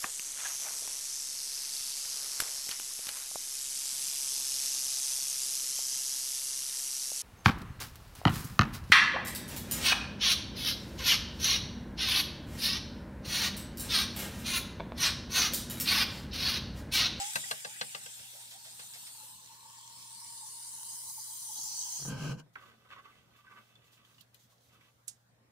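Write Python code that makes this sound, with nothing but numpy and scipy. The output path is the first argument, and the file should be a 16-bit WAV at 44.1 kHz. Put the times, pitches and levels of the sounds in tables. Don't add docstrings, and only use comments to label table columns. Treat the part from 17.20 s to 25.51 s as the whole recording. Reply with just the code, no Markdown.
import sys
import numpy as np
from scipy import signal
from scipy.io import wavfile
from scipy.ndimage import uniform_filter1d

SR = 44100
rng = np.random.default_rng(int(sys.argv[2]) if len(sys.argv) > 2 else 0)


def generate_wav(signal):
    frames = np.transpose(np.atleast_2d(signal))
    scaled = np.clip(frames, -1, 1) * 32767
    pcm = np.round(scaled).astype(np.int16)
    wavfile.write(sys.argv[1], SR, pcm)


def natural_amplitude(level_db):
    exponent = np.asarray(level_db, float) / 20
    return 10 ** exponent


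N = 366471
TIME = np.arange(N) / SR


def evened(x):
    return x / np.sqrt(np.mean(x ** 2) + 1e-20)


def read(points, hz):
    f, value = np.transpose(points)
    return np.interp(np.log(hz + 1), np.log(f + 1), value)


def columns(rows):
    s, *cols = np.transpose(rows)
    gate = uniform_filter1d(1. * (TIME >= s[0]) * (TIME <= s[-1]), size=300)
    return gate, [np.interp(TIME, s, c) for c in cols]


def add(mix, s, sound):
    part = mix[round(s * SR):][:len(sound)]
    part += sound[:len(part)]


def highpass(x, order, hz):
    return signal.sosfilt(signal.butter(order, hz, "high", fs=SR, output="sos"), x)


def swell(t, rise_s, peak_s):
    return t / rise_s * np.exp(1 - t / peak_s)


def resonate(x, hz, width):
    turn = np.exp(2j * np.pi * np.cumsum(hz * np.ones(len(x))) / SR)
    r = np.exp(-np.pi * width / SR)
    return 2 * (turn * signal.lfilter([1 - r], [1, -r], x / turn + 1e-18)).real


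def band(x, hz, width):
    return resonate(resonate(resonate(x, hz, width), hz, width), hz, width)


def body(x, modes, widen=0.36):
    return sum((-1) ** k * natural_amplitude(db) * resonate(x, hz, widen * w) for k, (hz, w, db) in enumerate(modes))


def grit(per_s, spread_db):
    sizes = rng.standard_normal(N) * natural_amplitude(spread_db * np.minimum(rng.exponential(1, N), 4))
    return evened(sizes * (rng.random(N) < per_s / SR))


def swells(rows, gains_db, rise_s, fall_s):
    out = np.zeros(N)
    for (s, length, *_), db in zip(rows, gains_db):
        t = np.arange(0, length + 8 * fall_s, 1 / SR)
        add(out, s, natural_amplitude(db) * np.minimum(t / rise_s, 1) ** 2 * np.exp(-np.maximum(t - length, 0) / fall_s))
    return out


def steady(colour):
    return lambda hz, t: natural_amplitude(read(colour, hz))[:, None]


def coloured(gain, same, patchy_db, lag=0):
    hz, t = np.fft.rfftfreq(512, 1 / SR), np.arange(N // 128 + 5) * 128 / SR
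    a, b, c, d, patches = rng.standard_normal((len(t), 257, 5)).T
    patches = evened(uniform_filter1d(uniform_filter1d(patches, size=20, axis=1), size=5, axis=0))
    like = np.clip(read(same, hz), -1, 1)[:, None]
    left = a + 1j * b
    late = np.exp(2j * np.pi * hz[:, None] * lag / SR)
    right = like * left * late + np.sqrt(1 - like ** 2) * (c + 1j * d)
    z = np.array([left, right]) * gain(hz, t) * natural_amplitude(patchy_db * patches)
    return evened(signal.istft(z, nperseg=512, noverlap=384)[1][:, :N])


# (pitch_hz, t60_s)
ROOM_DECAY = [(150, 0.3), (1000, 0.089), (4000, 0.08), (12000, 0.012)]


def placed(x, wet_db, pan_db, lag):
    taps = np.zeros((2, SR // 2))
    at = np.arange(60, SR // 2 - 20, 20) + rng.integers(0, 20, (2, (SR // 2 - 61) // 20))
    np.put_along_axis(taps, at, rng.choice([-1., 1.], at.shape), 1)
    hz, t, z = signal.stft(taps, SR, nperseg=256)
    tail = signal.istft(z * natural_amplitude(-60 * t / read(ROOM_DECAY, hz)[:, None]), SR, nperseg=256)[1]
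    tail *= natural_amplitude(wet_db) / np.linalg.norm(tail[0])
    tail[[0, 1], [max(lag, 0), max(-lag, 0)]] += natural_amplitude([pan_db / 2, -pan_db / 2])
    return signal.fftconvolve(x[None], tail, axes=1)[:, :N] / np.sqrt(1 + natural_amplitude(2 * wet_db))


# (pitch_hz, level_db)
FLOOR_COLOUR = [(35, -26.5), (60, -15), (129, -8), (285, -18.5), (351, -27.5), (464, -17), (829, -20),
                (2250, -26.5), (2780, -30), (3340, -30.5), (15500, -37)]
# (pitch_hz, likeness)
FLOOR_LIKENESS = [(60, 0.58), (240, 0.84), (950, -0.022), (3770, -0.24), (15000, -0.43)]
# (pitch_hz, level_db)
MAINS_HUM = [(118.4, -73.5)]
# (pitch_hz, level_db per Hz)
RUSTLE_TONE = [(1470, -36), (2500, -8.5), (3370, 0), (5200, -4.5), (6010, -2), (8610, -7), (9440, -8),
               (15500, -6.5)]
# (start_s, length_s, level_db)
RUSTLE_MOVES = [(5.324, 2.7, -77.5), (5.326, 0.032, -74), (5.394, 0.11, -74.5), (5.628, .02, -91),
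                (5.683, 0.074, -78), (5.813, 0.17, -82), (6.154, 0.027, -73), (6.29, 0.22, -77.5),
                (6.634, 0.047, -74), (6.71, 0.045, -67.5), (6.838, 0.18, -73.5), (7.137, .01, -63),
                (7.185, 0.06, -69.5), (7.29, 0.041, -72.5), (7.396, 0.099, -74.5), (7.516, 0.031, -74),
                (7.6, 0.083, -79)]


def background():
    floor = highpass(coloured(steady(FLOOR_COLOUR), FLOOR_LIKENESS, patchy_db=2.5), 3, 55)
    hum = sum(natural_amplitude(db + 2.5) * np.sin(2 * np.pi * hz * TIME) for hz, db in MAINS_HUM)
    moves = swells(RUSTLE_MOVES, [row[-1] for row in RUSTLE_MOVES], rise_s=0.013, fall_s=0.019)
    rustle = moves * coloured(steady(RUSTLE_TONE), [(1000, .3), (15000, .2)], patchy_db=1)
    return natural_amplitude(-70.5) * floor + hum + rustle * natural_amplitude([[-1.2], [1.2]])


# (start_s, peak_db, pitch_hz, t60_s, left_right_db)
SWITCH_CLICKS = [(5.355, -52, 1980, 0.022, -22), (5.357, -45, 1250, 0.028, -2),
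                 (5.704, -58.5, 1460, 0.064, 12), (6.997, -75, 5000, .04, -8),
                 (7.003, -68, 6140, 0.064, -1), (7.008, -58, 3780, 0.052, -16),
                 (7.01, -59.5, 12500, 0.034, -15), (7.144, -64.5, 3540, 0.034, -4),
                 (7.145, -61.5, 11900, 0.0092, 20.5), (7.381, -74, 4500, .024, -11),
                 (7.874, -66, 8800, .05, -16.5), (7.8795, -40, 11000, 0.012, -20),
                 (7.880, -36, 7900, 0.063, -11), (7.882, -52, 7200, 0.18, -8.5)]


def clicks():
    out, t = np.zeros(N), np.arange(4000) / SR
    for (s, db, hz, t60, _), noise in zip(SWITCH_CLICKS, rng.standard_normal((len(SWITCH_CLICKS), 4000))):
        snap = (t == 0) * 1.2 + noise * np.minimum(t / 0.0008, 1)
        click = highpass(band(snap * natural_amplitude(-60 * t / t60), hz, 290 + 0.68 * hz), 2, 0.25 * hz)
        add(out, s, natural_amplitude(db + 9.5) * click / abs(click).max())
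    pan_db = np.interp(TIME, [row[0] for row in SWITCH_CLICKS], [row[-1] for row in SWITCH_CLICKS])
    return placed(out, wet_db=-8, pan_db=0, lag=8) * natural_amplitude([pan_db / 2, -pan_db / 2])


# (start_s,
# peak_db, pitch_hz)
CORD_SLIPS = [(0.2374, -34.5, 1900), (0.5644, -46, 1920), (5.429, -52, 1150), (5.4586, -60, 1150),
              (5.6496, -61, 1220), (5.661, -56, 1120), (5.7172, -46, 1190), (5.7266, -41.5, 1490),
              (5.7389, -46, 1170), (5.7616, -44, 1140), (5.7872, -43, 1160), (5.793, -49, 1185),
              (5.8543, -48, 1130), (5.8844, -51.5, 1166), (5.9244, -52, 2020), (5.9539, -57, 2080),
              (6.137, -62, 2110), (6.1876, -53, 1166), (6.2422, -58, 1160), (6.2647, -50, 1540),
              (6.279, -49, 1550), (6.3161, -50, 1140), (6.3346, -49, 1150), (6.3647, -56, 1120),
              (6.384, -56, 1190), (6.556, -49, 3530), (6.6513, -61, 2080), (6.7324, -53, 3460),
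              (6.7805, -61, 1770), (6.8502, -49.5, 3060), (6.946, -52, 3820), (6.983, -48, 2900),
              (7.2175, -68, 3380), (7.3223, -65, 1110), (7.4949, -63, 2060), (7.549, -58.5, 1310),
              (7.6101, -53, 2320)]


def slips():
    out, t = np.zeros(N), np.arange(2000) / SR
    for (s, db, hz), noise in zip(CORD_SLIPS, rng.standard_normal((len(CORD_SLIPS), 2000))):
        u = t * hz / 4.0
        push = noise * u * np.exp(1 - u)
        ring = resonate(push, hz, .045 * hz) + 0.032 * band(push, 2050, 3000)
        add(out, s - .002, natural_amplitude(db - 2.5) * ring / abs(ring).max())
    return out


# (pitch_hz, width_hz, level_db)
SHELL_MODES = [(1165, 70, 0), (1540, 80, -2), (2090, 140, -13)]
# (start_s, length_s, level_db, bright_share_db, dull_share_db)
CORD_STROKES = [(5.343, 0.091, -60.5, -12, -12), (5.423, 0.1, -65, -7, -9), (5.515, 0.62, -77.5, -2.5, -1),
                (5.624, 0.048, -69.5, -27, -15), (5.682, 0.045, -59, 0, -46), (5.754, 0.026, -54, -25, -50),
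                (5.826, 0.026, -56, -18, -35), (5.874, 0.029, -67, -2, -19), (5.927, 0.095, -83, 6, -11),
                (6.118, 0.089, -71.5, 0.5, -20), (6.22, 0.071, -67.5, -9, -21),
                (6.281, 0.04, -58, -27, -40), (6.336, 0.046, -55.5, -20, -27), (6.387, 0.41, -77.5, 3, -6),
                (6.761, 0.19, -76.5, 0.5, -8), (6.97, 0.059, -80.5, 1, -25), (7.116, 0.023, -72, 2, -20),
                (7.2, 0.13, -93, -1, -12), (7.48, 0.096, -73, 0, -5), (7.582, .1, -73.5, 0.5, -20)]


def cord():
    _, _, db, bright_db, dull_db = np.transpose(CORD_STROKES)
    rub = grit(2200, 2.0)
    mid = evened(band(body(rub, SHELL_MODES, widen=1.5) + .15 * rub, 1800, 3200))
    bright = evened(band(rub, 2620, 2300))
    dull = evened(resonate(resonate(rub, 550, 1000), 490, 1000))
    layers = (mid, db), (bright, db + bright_db), (dull, db + dull_db)
    return sum(x * swells(CORD_STROKES, level_db, rise_s=0.032, fall_s=0.017) for x, level_db in layers)


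# (start_s, peak_db)
LOAD_CATCHES = [
    (4.36, -66),
    (4.385, -64),
    (4.793, -57),
    (4.818, -57),
    (4.849, -48),
    (4.875, -51),
    (5.26, -69),
]


def catches():
    out, t = np.zeros(N), np.arange(1500) / SR
    for (s, db), noise in zip(LOAD_CATCHES, rng.standard_normal((len(LOAD_CATCHES), 1500))):
        add(out, s, natural_amplitude(db) * evened(band(noise, 540, 1400)) * swell(t, 0.0035, 0.0041))
    return out


# (pitch_hz, likeness)
HISS_LIKENESS = [(1000, 0.87), (2500, 0.25), (5000, 0.12), (14000, 0.26)]
# (pitch_hz, width_hz, level_db)
BOOM_MODES = [(130, 28, -5), (151.6, 17.3, 3), (217.3, 5.4, -8.5), (93, 13, -23), (60, 26, -23)]
# (pitch_hz, width_hz, level_db)
RASP_MODES = [(239, 29, 4), (353, 47, 2), (486, 43, 0), (681, 39, 0.5), (800, 40, -13), (1090, 33, -15),
              (1220, 32, -18), (1577, 48, 1)]
# (pitch_hz, level_db per Hz)
FIZZ_COLOUR = [(1150, -32), (1820, -20), (2150, -5), (3110, 5), (3660, -22), (3940, -3), (6020, -3),
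               (7480, -7.5), (8820, -15.5), (10800, -11), (11900, -24), (12400, -34), (12900, -18),
               (15500, -17.5)]
# (start_s, weight_db, speed_db)
DRAG_MOVES = [
    (4.77, -36, -36),
    (4.82, -13.5, -26),
    (4.905, 2, -0.5),
    (4.96, -1.5, -4.5),
    (5.03, -1, 1),
    (5.12, 1.5, -1),
    (5.168, -5.5, -16),
    (5.2, -20, -2.5),
    (5.24, -19, -33),
]


def drag():
    gate, (weight_db, speed_db) = columns(DRAG_MOVES)
    stick_slip = grit(2500, 1.85)
    rasp = evened(body(stick_slip, RASP_MODES, widen=1.2) + 0.22 * band(stick_slip, 800, 1900))
    rasp = signal.sosfilt(signal.butter(12, 1760, fs=SR, output="sos"), rasp)
    rasp *= gate * natural_amplitude(-46.5 + 0.21 * weight_db + 0.71 * speed_db)
    fizz_gain = gate * np.clip((TIME - 4.86) / 0.021, 0, 1) * natural_amplitude(-48 + 0.14 * weight_db + 1.27 * speed_db)
    fizz = fizz_gain * coloured(steady(FIZZ_COLOUR), HISS_LIKENESS, patchy_db=-1.0)
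    boom = evened(band(body(stick_slip, BOOM_MODES), 133, 260))
    boom /= np.sqrt(uniform_filter1d(boom ** 2, size=900) + .15)
    dying_db = 239 * np.maximum(TIME - DRAG_MOVES[-1][0], 0)
    boom *= (TIME > DRAG_MOVES[0][0]) * natural_amplitude(-36 + weight_db - dying_db)
    return boom, rasp, fizz


# (pitch_hz, width_hz, level_db)
TABLE_MODES = [(484, 140, -6.5), (795, 143, 2), (1150, 130, -1.5), (1544, 180, 3), (2020, 200, -6),
               (2640, 260, -0.5), (3400, 1100, -8), (4350, 920, -2), (6260, 1300, -14.5)]
# (start_s, peak_db, thud_db, crack_db)
TABLE_TAPS = [
    (0.157, -27, -33.5, 11),
    (0.311, -30.5, -35, 10),
    (0.448, -37.5, -34, -11),
    (0.612, -31.5, -32.5, -3),
    (0.748, -36, -33, -23),
    (0.861, -45.5, -31, 5),
    (0.993, -54, -24, -6),
    (1.594, -49, -29, 5),
]


def taps():
    out, t = np.zeros(N), np.arange(6000) / SR
    noises = rng.standard_normal((len(TABLE_TAPS), 2, 6000))
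    for (s, db, thud_db, crack_db), noise in zip(TABLE_TAPS, noises):
        contact = .6 * np.exp(-((t - .003) / .00006) ** 2)
        contact += 0.3 * noise[0] * (t / 0.004) ** 2 * np.exp(2 - t / 0.002)
        ring = band(body(contact, TABLE_MODES, widen=0.68) + 0.15 * contact, 3200, 6500)
        ring = highpass(ring, 2, 260)
        thud = 1.74 * np.sin(2 * np.pi * 142 * t) * swell(t, 0.03, 0.015)
        thud += 0.8 * np.sin(2 * np.pi * 212 * t) * swell(t, 0.014, 0.009)
        crack = resonate(noise[1], 8900, 3400) * swell(t, 0.0056, 0.0037)
        knock = ring / abs(ring).max() + natural_amplitude(thud_db) * thud + 0.14 * natural_amplitude(crack_db) * crack
        add(out, s - .003, natural_amplitude(db + 10.0) * knock)
    return out


# (start_s, rattle_db, rattle_decay_s, groan_db, lowest_pitch_hz)
WRIST_SHAKES = [
    (0, -38.5, 0.037, -78, 584),
    (0.991, -60, 0.12, -70.5, 484),
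    (1.125, -56.5, 0.28, -70.5, 460),
    (1.309, -49, 0.042, -69, 590),
    (1.445, -50, 0.05, -68.5, 514),
    (1.595, -50, 0.05, -74.5, 526),
    (1.735, -46, 0.032, -72, 533),
    (1.866, -49, 0.026, -67.5, 554),
    (2.03, -64, 0.01, -70.5, 500),
]


def shakes():
    out, t = np.zeros(N), np.arange(9000) / SR
    noises = rng.standard_normal((len(WRIST_SHAKES), 2, 9000))
    for (s, db, decay, groan_db, low_hz), noise in zip(WRIST_SHAKES, noises):
        rattle = evened(np.diff(band(noise[0], 2760, 6600), prepend=0))
        rattle *= (1 - np.exp(-t / 0.00061)) * np.exp(-t / decay)
        pitch_hz = 900 - (900 - low_hz) * np.exp(-(t / 0.05) ** 1.5)
        flutter = abs(1 + evened(band(noise[0], 0, 60)))
        groan = evened(band(noise[1], pitch_hz, 220)) * swell(t, 0.04, 0.04) * flutter
        add(out, s, natural_amplitude(db) * rattle + natural_amplitude(groan_db) * groan)
    return out


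# (start_s, pitch_hz, level_db)
MOTOR_SPIN = [
    (0, 800, -65),
    (.2, 780, -72),
    (1.1, 796, -75.5),
    (1.82, 860, -73.5),
    (2.05, 873, -66),
    (2.4, 912, -64),
    (3.3, 924, -66.5),
    (4.2, 901, -65),
    (4.65, 843, -62.5),
    (4.78, 850, -65),
]
# (centre_s, change_db, half_length_s)
WHINE_SURGES = [(2.188, -8, 0.039), (2.47, 1.5, .03), (3.126, 0.5, .02), (3.235, 9.5, 0.023),
                (3.322, -1.5, .03), (3.594, 9, 0.016), (3.644, -1, .02), (3.726, 6, 0.019),
                (3.902, 7.5, .02), (3.928, -13, 0.016), (3.983, 9.5, 0.013), (4.027, -13.5, .03),
                (4.108, 2.5, .03), (4.19, -11, 0.035), (4.307, 8.5, 0.023), (4.35, -11, 0.016),
                (4.387, 9, .015), (4.48, 2.5, .03), (4.73, 3.5, 0.024)]
# (start_s, length_s, level_db, first_pitch_hz)
MOTOR_SQUEALS = [
    (0, 0.11, -36.5, 793),
    (0.256, 0.038, -54, 800),
    (0.467, 0.071, -52.5, 827),
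]


def motor_whine():
    gate, (hz, db) = columns(MOTOR_SPIN)
    air = rng.standard_normal(N)
    surge_db = sum(change_db * np.exp(-((TIME - s) / half) ** 2) for s, change_db, half in WHINE_SURGES)
    whine = natural_amplitude(surge_db) * evened(band(air, hz - 4.7 * surge_db, 110))
    partner = natural_amplitude(-1) * evened(band(air, hz * 1.15, 160))
    out = gate * natural_amplitude(db) * (whine + partner)
    out *= natural_amplitude(1.2 * evened(band(rng.standard_normal(N), 0, 40)))
    for s, length, level_db, first_hz in MOTOR_SQUEALS:
        u = np.arange(0, length, 1 / SR) / length
        phase = 2 * np.pi * np.cumsum(first_hz + 110 * u ** 2) / SR
        add(out, s, natural_amplitude(level_db - 12 * u ** 1.5) * np.sqrt(1 - u) * np.sin(phase))
    return out


# (start_s, level_db, hold: 0 to 5 blends the colours, up to 6
HAND_CARRY = [(0, -40.5, .01), (.2, -41.5, 0.64), (.45, -46.5, 0.19), (.95, -48, 0.55), (1.35, -52, 1.36),
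              (1.8, -49.5, 1.12), (2.09, -50, 0.75), (2.19, -54.5, 1.56), (2.53, -54.5, 1.8),
              (2.9, -50, 2.5), (3.25, -46.5, 2.86), (3.7, -44, 3.4), (4.0, -44, 4.2), (4.28, -43.5, 3.85),
              (4.45, -39.5, 4.76), (4.74, -39.5, 5.98), (4.89, -43.5, 4.65), (4.96, -78, 7.3)]
# (pitch_hz, level_db per Hz)
HOUSING_HOLDS = [
    [(760, -49), (1300, -14.5), (1910, -5.5), (2500, -5), (3450, -7.5), (4330, -11), (7740, -1),
     (10500, -12), (14700, -20.5), (15500, -15)],
    [(760, -28.5), (1300, -17), (1620, -12.5), (2000, -21), (3630, -5), (5730, -8), (8410, -1.5),
     (11100, -10), (13300, -8), (15500, -14.5)],
    [(760, -36), (1300, -24.5), (1810, -11), (2470, -16.5), (3380, -8), (6980, -4.5), (7820, -4.5),
     (11500, -16.5), (14600, -20), (15500, -13)],
    [(760, -49), (1300, -23.5), (2770, -20), (3240, -14.5), (4200, -10.5), (7900, -6.5), (8580, 1),
     (10600, -7), (12100, -19.5), (13500, -16), (15500, -18)],
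    [(760, -49), (1300, -26.5), (2000, -21.5), (2700, -25), (3240, -12), (4200, -10), (6500, -3.5),
     (8400, -4.5), (10600, -2.5), (12100, -17), (13500, -5.5), (15500, -10.5)],
    [(760, -39), (1300, -26.5), (2150, -26.5), (2700, -28), (3070, -16.5), (3660, -17), (4510, -8.5),
     (6290, -2), (7820, -8), (10700, -13), (12350, -21), (13400, -20), (15500, -13.5)],
]
# (start_s, end_s, pitch_hz, width_hz, level_db)
HISS_RIDGES = [(-1.5, 0.48, 4400, 120, -10), (1.5, 1.3, 1700, 150, -6.5), (2.5, 3.0, 1980, 99, -11),
               (3.0, 4.1, 2500, 91, -13), (3, 4.0, 3280, 140, -11), (4.5, 4.4, 2720, 154, -9.5),
               (3.5, 5.3, 3620, 130, -10.5), (0.5, 3.1, 6540, 150, -7.5), (1.5, 2.9, 4800, 120, -7.5),
               (1.5, 5.4, 5500, 130, -9), (4.5, 4.96, 12350, 300, -7.5), (3.5, 4.3, 8400, 120, 4.5),
               (3.5, 4.4, 3050, 73, 3.5), (4.5, 5.1, 5900, 120, 4.5), (4, 4.9, 6190, 150, 2.5),
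               (4.3, 4.1, 3600, 90, 6.5), (3.5, 6.1, 10400, 280, 3)]


def held(hz, t):
    colours = np.array([natural_amplitude(read(c, hz)) for c in HOUSING_HOLDS])
    colours = np.log(colours / np.linalg.norm(colours, axis=1, keepdims=True))
    hold = np.interp(t, *np.transpose(HAND_CARRY)[::2])
    share = np.maximum(1 - abs(hold - np.arange(len(HOUSING_HOLDS))[:, None]), 0)
    combs = rng.standard_normal((30, len(hz)))
    ripple = np.array([np.interp(t / .45, np.arange(len(combs)), c) for c in combs.T])
    resting_db = 0
    for start, end, f, width, db in HISS_RIDGES:
        resting = np.clip(np.minimum(t - start, end - t) / .05 + 1, 0, 1)
        resting_db = resting_db + db * np.outer(np.exp(-((hz - f) / width) ** 2), resting)
    blend = np.exp(colours.T @ (share / (share.sum(0) + 1e-9)))
    blend = blend * natural_amplitude(3.4 * np.minimum(ripple, 1.0) + resting_db)
    return blend / np.linalg.norm(blend, axis=0)


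def bearing_hiss():
    gate, (db, _) = columns(HAND_CARRY)
    lumps = evened(uniform_filter1d(grit(2500, 2.8) ** 2, size=60))
    noise = coloured(held, HISS_LIKENESS, patchy_db=2.5, lag=9.8)
    return gate * natural_amplitude(db + 2.0) * (0.87 + 0.11 * lumps) * noise * natural_amplitude([[.3], [-.3]])


def scene():
    boom, rasp, fizz = drag()
    mix = background() + clicks()
    mix += placed(cord() + slips(), wet_db=-4.5, pan_db=-5.5, lag=6)
    mix += placed(boom, wet_db=-22.5, pan_db=-1.0, lag=2) + fizz
    mix += placed(rasp + catches(), wet_db=-8, pan_db=.3, lag=2)
    mix += placed(taps(), wet_db=-8, pan_db=2.5, lag=-15)
    mix += placed(motor_whine() + shakes(), wet_db=-6, pan_db=-2, lag=7)
    return mix + bearing_hiss()


def low_pass(x):
    return signal.sosfilt(signal.butter(12, 16850, fs=SR, output="sos"), x)


def record(dry):
    lowpass = signal.firwin(511, 15650, window=("kaiser", 9), fs=SR)
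    limited = signal.oaconvolve(dry, lowpass[None], "same")
    return low_pass(limited)


dry = scene()
out = record(dry)
generate_wav(out)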